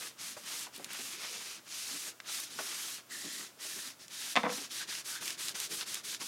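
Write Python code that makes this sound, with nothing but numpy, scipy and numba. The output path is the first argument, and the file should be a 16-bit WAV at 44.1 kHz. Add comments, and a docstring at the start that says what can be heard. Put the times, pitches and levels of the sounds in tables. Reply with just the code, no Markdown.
"""On a craft table in a small quiet room, a wadded tissue is scrubbed to and fro over paper glued to a card cover.
The wad hisses through thousands of tiny random slips, shaped by moving resonances; coarser slips make the card
rasp and the table rumble. Paper edges snap as filtered pulses, the cover taps the mat with a pat and a short ring,
and once the hand knocks something that clatters, its many tones ringing at each blow.
A faint hum and room noise lie behind it all, and the room adds a quiet tail."""
import sys
import numpy as np
from scipy import signal
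from scipy.fft import rfft, irfft, next_fast_len
from scipy.io import wavfile
from scipy.ndimage import uniform_filter1d
from numba import njit

SR = 44100
rng = np.random.default_rng(int(sys.argv[2]) if len(sys.argv) > 2 else 0)


def store_pcm(level_fs):
    """Save levels as 16-bit WAV."""
    pcm = np.round(np.clip(level_fs, -1, 1) * 32767).astype(np.int16)
    wavfile.write(sys.argv[1], SR, np.atleast_2d(pcm).T)


N = 276507
T = np.arange(N) / SR  # time of every sample, s
TOP_HZ = 15900  # upper limit of the sound


def undb(db):
    """Turn decibels into a gain."""
    return 10 ** (np.asarray(db) / 20)


def unit(x):
    """Scale a sound to an average (rms) level of 1."""
    return x / np.sqrt(np.mean(x ** 2))


def colour(x, points):
    """Give a sound the spectrum drawn by (pitch_hz, level_db) points, without smearing it back in time."""
    hz, db = np.transpose(points)
    size = 2 * next_fast_len(len(x))
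    f = np.maximum(np.fft.rfftfreq(size, 1 / SR), 1)
    skirts = np.minimum(f / hz[0], 1) ** 2 * np.minimum(hz[-1] / f, 1) ** 2  # fall off outside the points
    gain = undb(np.interp(np.log(f), np.log(hz), db)) * skirts
    # folding the cepstrum makes the filter minimum-phase: it answers only after its input
    cepstrum = irfft(np.log(gain))
    cepstrum[1:size // 2] *= 2
    cepstrum[size // 2 + 1:] = 0
    response = np.exp(rfft(cepstrum))
    return irfft(rfft(x, size) * response)[:len(x)]


def walk(rate):
    """Wander smoothly at random with spread 1, changing about rate times a second."""
    k = max(int(SR / rate), 1)
    steps = np.repeat(rng.standard_normal(N // k + 1), k)
    return unit(uniform_filter1d(steps, k)[:N])


def fade(t, t60):
    """Die away exponentially, 60 dB down after t60 seconds."""
    return np.exp(-np.log(1000) * t / t60)


def soften(x, hz):
    """Dull the treble above hz, as a softer, longer contact does."""
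    return signal.sosfilt(signal.butter(2, hz, fs=SR, output="sos"), x)


def thin(x, hz):
    """Cut the bass below hz, because a small body radiates little of it."""
    return signal.sosfilt(signal.butter(4, hz, "highpass", fs=SR, output="sos"), x)


def add(out, s, x):
    """Mix x into out from time s."""
    i = int(s * SR)
    out[i:i + len(x)] += x[:N - i]


def blow(x, db):
    """Give a blow as much energy as a steady level of db held for 5 ms."""
    return x * undb(db) * np.sqrt(.005 * SR / np.sum(x ** 2))


def slips(rate, spread_db):
    """Make tiny stick-slip clicks at random moments, rate a second, with sizes that vary by spread_db."""
    happens = rng.random(N) < rate / SR
    size = undb(spread_db * np.clip(rng.standard_normal(N), -2.5, 2.5))
    clicks = happens * rng.choice([-1, 1], N) * size
    return unit(clicks / np.sqrt(rate))  # a higher rate is denser, not louder


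@njit
def resonate(x, hz, width):
    """Band-pass whose centre and width (Hz) move from sample to sample; gain 1 at the centre."""
    y, band, low = np.empty(len(x)), 0., 0.
    for i in range(len(x)):
        g, k = np.tan(np.pi * hz[i] / SR), width[i] / hz[i]
        v = (band + g * (x[i] - low)) / (1 + g * (g + k))
        band, low, y[i] = 2 * v - band, low + 2 * g * v, k * v
    return y


def formant(x, hz, q):
    """Ring a sound through one moving resonance twice, for steep sides, at rms 1."""
    once = resonate(x, hz, hz / q)
    return unit(resonate(once, hz, hz / q))


# spectrum of the room noise: pitch_hz, level_db (relative)
ROOM_SPECTRUM = [(18, -44), (30, -26.5), (230, -2.5), (505, -7.5), (639, -3), (767, -9), (1400, -5),
                 (1870, -11.5), (2240, -10), (4310, -12.5), (5170, -10.5), (7460, -12), (15500, -16.5)]
ROOM_DB = -60
HUM_HZ, HUM_DB = 122, -78


def quiet_room():
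    """Still room noise is shaped random noise, with a faint steady hum."""
    air = unit(colour(rng.standard_normal(N), ROOM_SPECTRUM))
    hum = unit(np.sin(2 * np.pi * HUM_HZ * T))
    return undb(ROOM_DB) * air + undb(HUM_DB) * hum


def walls(x, wet_db, low_t60, high_t60):
    """A small furnished room returns a faint, diffuse tail whose lows stay longest."""
    t = T[:SR // 2]
    low, high = rng.standard_normal((2, len(t)))
    tail = 1.44 * soften(low, 620) * fade(t, low_t60) + soften(high, 8000) * fade(t, high_t60)
    tail *= t > .006  # the first reflections take 6 ms to arrive
    tail /= np.sqrt(np.sum(tail ** 2))
    return undb(wet_db) * signal.fftconvolve(x, tail)[:N]


# blows of the knock and its clatter: start_s, level_db (before the bass cut), treble_limit_hz of the contact
KNOCK_BLOWS = [(4.3564, -27, 6000), (4.3638, -20.5, 5530), (4.3705, -22, 2820), (4.3745, -25, 3000),
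               (4.3785, -29, 1400), (4.4334, -32.5, 2800), (4.4381, -26.5, 980), (4.448, -37, 2380),
               (4.4525, -28, 1500), (4.459, -31, 1000), (4.465, -28, 1080), (4.494, -33, 2000),
               (4.499, -37, 600), (4.522, -38, 1110)]
# tones of the knocked thing: pitch_hz, level_db (relative, average), die_away_s (to 60 dB down)
KNOCK_TONES = [(197, -13, .25), (238.6, -11.5, 0.17), (290, -15, 0.15), (497, -1.5, 0.098), (666, 0, 0.055),
               (743, -0.5, 0.069), (960, -2.5, 0.095), (1046, -2, 0.11), (1134, -9, 0.19),
               (1127, -4, 0.068), (1227, -5, 0.13), (1325, -3, 0.094), (1500, -2.5, 0.049),
               (1700, -12, 0.054), (1810, -13, 0.046), (1880, -6, 0.049), (1986, -17, 0.054),
               (2056, -1, 0.061), (2210, 1, 0.056), (2500, -3.5, 0.056), (2650, -4, 0.037), (3563, 5, .035),
               (3610, -2, 0.028)]
# spectrum of its crack and dense tail: pitch_hz, level_db (relative)
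KNOCK_SPECTRUM = [(90, -34), (145, -14), (190, -6.5), (270, 0), (380, -18), (500, 0), (600, -9), (730, 0),
                  (1300, -8), (2000, 1), (3000, -7.5), (3550, -1), (4300, -8), (12000, -17.5)]


def knock():
    """Every blow of the clatter cracks, rings the same tones in new shares and leaves a dense tail."""
    out, t = np.zeros(N), T[:SR // 2]
    hz, tone_db, t60 = np.transpose(KNOCK_TONES)[:, :, None]
    for s, db, contact_hz in KNOCK_BLOWS:
        shares = undb(tone_db + 1.7 * rng.standard_normal(hz.shape)) * rng.choice([-1, 1], hz.shape)
        pitch = hz * (1 + 0.0074 * rng.standard_normal(hz.shape))  # it sits a little differently at each blow
        ring = np.sum(shares * np.cos(2 * np.pi * pitch * t) * fade(t, t60), axis=0)
        crack = colour(1. * (t == 0), KNOCK_SPECTRUM)
        tail = colour(rng.standard_normal(len(t)) * fade(t, .09), KNOCK_SPECTRUM)
        hit = unit(ring) + undb(-1) * unit(crack) + undb(-4) * unit(tail)
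        add(out, s, blow(soften(hit, contact_hz), db))
    return thin(out, 115)


# cover and fingers tapping the mat: start_s, level_db (before the bass cut), treble_limit_hz of the pat, ring_hz
MAT_TAPS = [(.3675, -41.5, 2300, 603), (0.668, -44, 2000, 1000), (.797, -43.5, 500, 549),
            (.99, -45, 350, 240), (2.293, -48, 2200, 1210), (2.5892, -34.5, 4000, 1470),
            (2.596, -39.5, 2200, 655), (2.603, -42, 1200, 392), (3.65, -51, 700, 636),
            (4.577, -41.5, 400, 290), (4.615, -47.5, 350, 270), (6.218, -47, 1310, 1130)]
# spectrum of the pat: pitch_hz, level_db (relative)
PAT_SPECTRUM = [(120, -32.5), (250, 2), (380, 2.5), (560, 0), (850, 5), (1400, 0.5), (2500, 1), (6000, -14)]


def taps():
    """The cover or a finger lands on the mat with a short pat and a brief ring, each spot at its own pitch."""
    out, t = np.zeros(N), T[:SR // 5]
    for s, db, contact_hz, ring_hz in MAT_TAPS:
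        strike = (t == 0) + 0.12 * rng.standard_normal(len(t)) * fade(t, 0.092)
        pat = soften(colour(strike, PAT_SPECTRUM), contact_hz)
        ring = np.sin(2 * np.pi * ring_hz * t) * fade(t, 50 / ring_hz)  # low rings last longer
        add(out, s, blow(unit(pat) + undb(-1.5) * unit(ring), db))
    return thin(out, 150)


# paper edges and creases snapping under the wad: start_s, level_db, pitch_hz
PAPER_SNAPS = [(.7622, -45, 6500), (.778, -48, 11000), (0.8445, -37.5, 4860), (0.932, -42, 13000),
               (2.202, -41.5, 2100), (2.401, -40, 7500), (4.0815, -48, 4470), (4.785, -41.5, 4500),
               (4.926, -43, 2300), (4.9522, -38.5, 3470), (5.2565, -41, 6500), (5.2788, -35.5, 4050),
               (5.3055, -36.5, 4000), (5.484, -33.5, 4380), (5.493, -39, 3800), (5.6016, -35.5, 6000),
               (5.811, -38, 3200), (5.9438, -33.5, 5900), (5.954, -37.5, 3980), (6.1474, -40, 3460)]


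def snaps():
    """A paper edge flicks free: a sharp pulse in a broad resonance, then a few ms of flutter."""
    out, t = np.zeros(N), T[:SR // 20]
    for s, db, hz in PAPER_SNAPS:
        flick = (t == 0) + 0.2 * rng.standard_normal(len(t)) * fade(t, 0.018)
        band = signal.butter(2, [hz / 2.1, min(hz * 1.9, TOP_HZ)], "bandpass", fs=SR, output="sos")
        add(out, s, blow(signal.sosfilt(band, flick), db))
    return out


# short thumps and scuffs of the wad, over a fold or as a sweep starts:
# peak_s, half_length_s, rumble_db, scuff_db (both before mixing)
THUMPS_AND_SCUFFS = [(.005, .03, -53, -60), (1.248, 0.018, -61, -50), (1.935, .04, -53, -53),
                     (2.067, 0.03, -57, -70), (2.3, .022, -71, -48), (3.261, 0.015, -56, -62),
                     (3.38, 0.057, -58, -65), (3.784, 0.02, -59, -62), (4.815, .018, -75, -49.5),
                     (4.898, 0.011, -66, -47), (5.227, .01, -61, -49), (5.47, .016, -58, -53),
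                     (5.555, 0.0069, -59, -45.5), (5.726, 0.012, -55, -46), (5.812, 0.017, -64, -43.5),
                     (6.141, 0.019, -63, -48.5), (6.217, 0.01, -52, -45)]


def thumps_and_scuffs():
    """Each thump or scuff gives a short bell-shaped swell; returns the gains of its rumble and its scuff."""
    gains = np.zeros((2, N))
    for s, half_s, rumble_db, scuff_db in THUMPS_AND_SCUFFS:
        swell = np.exp(-.5 * ((T - s) / half_s) ** 2)
        gains += undb([[rumble_db], [scuff_db]]) * swell
    return gains


# sweeps of the wad: start_s, end_s, speeding_up_s, slowing_down_s, level_db (before mixing), swell_db (start to end),
# fine_hiss_db and rasp_db (relative to level_db), rumble_db (before mixing), fold_pitch_hz (the fold that bears)
SWEEPS = [(-0.056, 0.15, 0.05, 0.095, -47.5, -2, -0.5, -4.5, -67, 2700.0),
          (0.161, 0.402, 0.058, 0.107, -46.0, -1.5, -2, -6.5, -65.5, 6450),
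          (0.35, 0.455, 0.029, 0.015, -54.5, -7, -1, -11, -75, 2500.0),
          (0.391, 0.707, 0.12, 0.08, -44.0, -0.5, -1.5, -7, -62.0, 2980),
          (0.711, 0.809, 0.051, 0.04, -50, -2.5, -5, -5.0, -65, 2500.0),
          (0.772, 0.91, 0.028, 0.051, -59, 4, 1.5, 2.5, -60, 4230),
          (0.863, 1.21, 0.066, 0.073, -45.5, -1.5, -3, -5, -63.5, 2440),
          (1.113, 1.626, 0.12, 0.087, -45, -4, -6, -7, -64.5, 2500.0),
          (1.618, 2.145, 0.14, 0.063, -43.5, -1.5, -2.5, -8.5, -67, 6700.0),
          (2.215, 2.54, 0.156, 0.11, -42.0, -15, -2.0, -9.0, -65, 4100.0),
          (2.476, 2.61, 0.039, 0.023, -49, 4, -4, -6.5, -64.5, 4000.0),
          (2.567, 3.038, 0.043, 0.1, -44.0, -3, -2, -6.5, -63.5, 6200),
          (3.074, 3.542, 0.064, 0.16, -45.0, 1.5, -2.0, -8.5, -63.5, 7440),
          (3.568, 3.964, 0.068, 0.085, -46.0, -3.5, -2, -8, -64, 4630),
          (3.979, 4.081, 0.032, 0.038, -54.0, -1.5, -9, -7.0, -68, 5200.0),
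          (4.069, 4.369, 0.076, 0.061, -43.5, 8, -4.5, -11, -67.5, 3570),
          (4.345, 4.52, 0.02, 0.034, -53, -14, -13, 0, -60, 4200),
          (4.44, 4.7, 0.12, 0.052, -42.5, -9, -6, -6.5, -60, 5300.0),
          (4.683, 4.876, 0.041, 0.068, -43, 1, -4.5, -10, -63.0, 3680),
          (4.851, 5.044, 0.057, 0.053, -43.5, -1.5, -3.5, -9.5, -70, 4900.0),
          (5.031, 5.246, 0.032, 0.15, -41.5, 9, -0.5, -8, -66, 5000.0),
          (5.19, 5.382, 0.036, 0.081, -42.5, 4, -2.5, -5.5, -62, 2500.0),
          (5.361, 5.549, 0.039, 0.058, -42.5, 0.5, -1.5, -7, -64.5, 3700.0),
          (5.532, 5.702, 0.03, 0.053, -42.5, 3.5, -2.5, -9.0, -62.5, 6000.0),
          (5.666, 5.867, 0.066, 0.056, -44, -3, -0.5, -9.5, -60, 3500.0),
          (5.843, 6.033, 0.035, 0.059, -44.5, -1, -2.5, -7.5, -61.5, 3600.0),
          (6.024, 6.2, 0.031, 0.072, -42.5, 1, -2.5, -14, -60.5, 3430),
          (6.177, 6.315, 0.05, 0.043, -44.5, -5, -3, -12.5, -63.0, 2500.0)]
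ARCH = .15  # share by which the hand is slower at the ends of a sweep than in its middle, besides starting and stopping
FINE_POWER, RASP_POWER, RUMBLE_POWER = 1.62, 0.65, 0.44  # each layer grows as speed to this power
SHOVE_DB, SHOVE_RASP_DB, SHOVE_S = 5.5, 2.5, .045  # the first shove adds rumble and rasp, then dies away
STICK_DB, BREAKAWAY = 3, 0.39  # the wad clings, this much quieter, up to this share of its speeding-up
SHAKE_DB, SHAKE_S = -70.5, 0.19  # table shake at full speed; sweeps longer than SHAKE_S shake it less


def sweeps():
    """The hand speeds up, glides and slows; returns speed, gains of five layers, and the bearing fold's pitch."""
    power, fold = np.zeros((6, N)), np.full(N, float(SWEEPS[0][-1]))
    for start, end, rise_s, fall_s, db, swell_db, fine_db, rasp_db, rumble_db, fold_hz in SWEEPS:
        on = (T > start) & (T < end)
        t, length = T[on] - start, end - start
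        along = t / length - .5  # -0.5 at the start, 0.5 at the end
        rise = np.sin(np.pi / 2 * np.minimum(t / rise_s, 1))
        fall = np.sin(np.pi / 2 * np.minimum((length - t) / fall_s, 1))
        speed = (rise * fall) ** 2 * (1 - ARCH * (2 * along) ** 2)
        stuck = .5 - .5 * np.tanh((t - BREAKAWAY * rise_s) / .003)  # 1 while clinging, then 0
        shove = np.exp(-t / SHOVE_S)
        press = undb(db + swell_db * along - STICK_DB * stuck)
        fine = press * undb(fine_db) * speed ** FINE_POWER
        rasp = press * undb(rasp_db + SHOVE_RASP_DB * shove) * speed ** RASP_POWER
        rumble = undb(rumble_db + SHOVE_DB * shove) * speed ** RUMBLE_POWER
        shake = undb(SHAKE_DB) * speed * min(SHAKE_S / length, 1) ** 2
        # overlapping sweeps add as powers
        power[:, on] += np.array([speed, press * speed, fine, rasp, rumble, shake]) ** 2
        fold[T > start] = fold_hz
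    return *np.sqrt(power), uniform_filter1d(fold, size=SR // 25)  # the fold's pitch glides over 40 ms


# spectrum of the rumble: pitch_hz, level_db (relative)
RUMBLE_SPECTRUM = [(50, -29), (90, -12.5), (140, -4), (200, 4.5), (290, -5), (390, 3.5), (480, -8.5),
                   (620, -2), (760, -11), (1100, -13)]
COVER_HZ, COVER_WANDER = 301, 0.17  # pitch of the loaded cover, and the share by which it wanders
SHAKE_HZ = 140  # pitch of the shaking table


def table(weight, shake):
    """The dragging hand judders the cover at a wandering pitch; short, brisk sweeps shake the table."""
    top = unit(colour(slips(900, spread_db=4.5), RUMBLE_SPECTRUM))
    cover = formant(slips(700, spread_db=4), COVER_HZ * np.exp(COVER_WANDER * walk(6)), q=2.2)
    board = formant(slips(90, spread_db=5), np.full(N, float(SHAKE_HZ)), q=1.24)
    judder = (undb(-5) * top + undb(-3) * cover) * undb(-0.3 + 2.1 * walk(30))
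    return weight * judder + shake * board


# spectra of the fibre hiss, the fine hiss and the card rasp: pitch_hz, level_db (relative)
HISS_SPECTRUM = [(900, -26), (1600, -10), (2500, -4.5), (3500, 0), (5000, 1.5), (5700, 0.5), (6300, 0),
                 (7000, -2.5), (7800, -8.5), (10000, -8), (15000, -32)]
FINE_SPECTRUM = [(4000, -16), (6500, -2.5), (8500, 0), (10500, -2.5), (12500, -5.5), (14500, -12),
                 (16000, -18)]
RASP_SPECTRUM = [(350, -12), (600, -13), (750, -8.5), (950, -5.5), (1200, -2), (1850, -1.5), (2400, -2),
                 (3500, -6), (6000, -22.5)]
# hollow under the arched hand, ringing when it lies flat and near: time_s, pitch_hz, level_db
# (average pitch and level of its lower resonance, relative to the dense fibre hiss)
HAND_HOLLOW = [(0, 1600, -24), (1.0, 1880, -26), (1.27, 2220, -12.5), (1.6, 2530, -29), (2.3, 1290, -16),
               (2.5, 1650, -26), (3.0, 1790, -14), (3.11, 1880, -2), (3.2, 1850, -9.5), (4.7, 1700, -15.5),
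               (4.83, 1660, -3.5), (5.04, 1600, -18), (5.19, 1620, -1), (5.28, 1660, -20), (5.56, 1520, -9),
               (5.66, 1550, -38), (5.81, 1590, -13), (6.26, 1600, -29)]
FOLD_DB, FOLD_Q = -10, 3.6  # the bearing fold: level relative to the dense hiss, sharpness
CRACKLE_PER_S, CRACKLE_DB = 110, -11  # single fibres tearing loose; level relative to the dense hiss


def fibre_hiss(speed, bearing_hz):
    """Fibres catch and slip more often at speed, while folds of the wad colour the hiss and single fibres tear."""
    hiss = unit(colour(slips(3000 + 19000 * speed, spread_db=4), HISS_SPECTRUM))
    # folds of the wad shift as it rolls, so patches of the hiss swell and slide
    for fold_hz in (2700, 3700, 6200):
        patch = formant(slips(9000, spread_db=3.5), fold_hz * np.exp(0.11 * walk(9)), q=3.8)
        hiss += patch * undb(-16 + 2.7 * walk(22))
    bearing_hz = bearing_hz * np.exp(0.072 * walk(12))
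    hiss += undb(FOLD_DB) * formant(slips(9000, spread_db=2.5), bearing_hz, q=FOLD_Q)
    crackle = unit(colour(slips(CRACKLE_PER_S, spread_db=1), HISS_SPECTRUM))
    return hiss + undb(CRACKLE_DB) * crackle


def hand_hollow():
    """Coarse slips ring the air under the hand at two linked pitches, which shift as the fingers slide."""
    catches = slips(2000, spread_db=5.5)
    time_s, pitch_hz, level_db = np.transpose(HAND_HOLLOW)
    hz = np.interp(T, time_s, pitch_hz) * np.exp(0.041 * walk(25))
    ring = formant(catches, hz, q=5.0) + undb(-4.5) * formant(catches, 2.2 * hz, q=4.9)
    return ring * undb(np.interp(T, time_s, level_db) + 2 * walk(60))


def tissue(speed, hiss_gain, fine_gain, rasp_gain, bearing_hz):
    """A faster stroke frees more fibres and hisses more finely; a slow, heavy one makes the card rasp."""
    grip = undb(0.65 * walk(90) + 0.18 * walk(15))  # the wad grips and lets go unevenly
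    hiss = undb(-1) * (fibre_hiss(speed, bearing_hz) + hand_hollow())
    fine = unit(colour(slips(4000 + 16000 * speed, spread_db=2.5), FINE_SPECTRUM))
    fine *= undb(0.5 + 1.2 * walk(16))
    # faster drag catches the paper's grain more often
    rasp = unit(colour(slips(900 + 1800 * speed, spread_db=2.5), RASP_SPECTRUM))
    rasp *= undb(-1.02 + 2 * walk(50))
    return grip * (hiss_gain * hiss + fine_gain * fine + rasp_gain * rasp)


SCUFF_HISS_DB = 2.5  # hiss gain of a scuff, relative to its rasp gain


def scene():
    """Mix everything on the table with the room, alike in both channels."""
    speed, hiss, fine, rasp, rumble, shake, fold_hz = sweeps()
    thump, scuff = thumps_and_scuffs()
    hiss = np.hypot(hiss, undb(SCUFF_HISS_DB) * scuff)
    rubbing = tissue(speed, hiss, fine, np.hypot(rasp, scuff), fold_hz)
    rumbling = table(np.hypot(rumble, thump), shake)
    near = knock() + taps() + snaps() + rumbling + rubbing
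    mono = quiet_room() + walls(near, wet_db=-18.5, low_t60=0.3, high_t60=0.23) + near
    return np.array([mono, mono])


def record(dry):
    """The recorder steeply cuts the treble above TOP_HZ."""
    return signal.sosfilt(signal.ellip(10, .2, 70, TOP_HZ, fs=SR, output="sos"), dry)


dry = scene()
out = record(dry)
store_pcm(out)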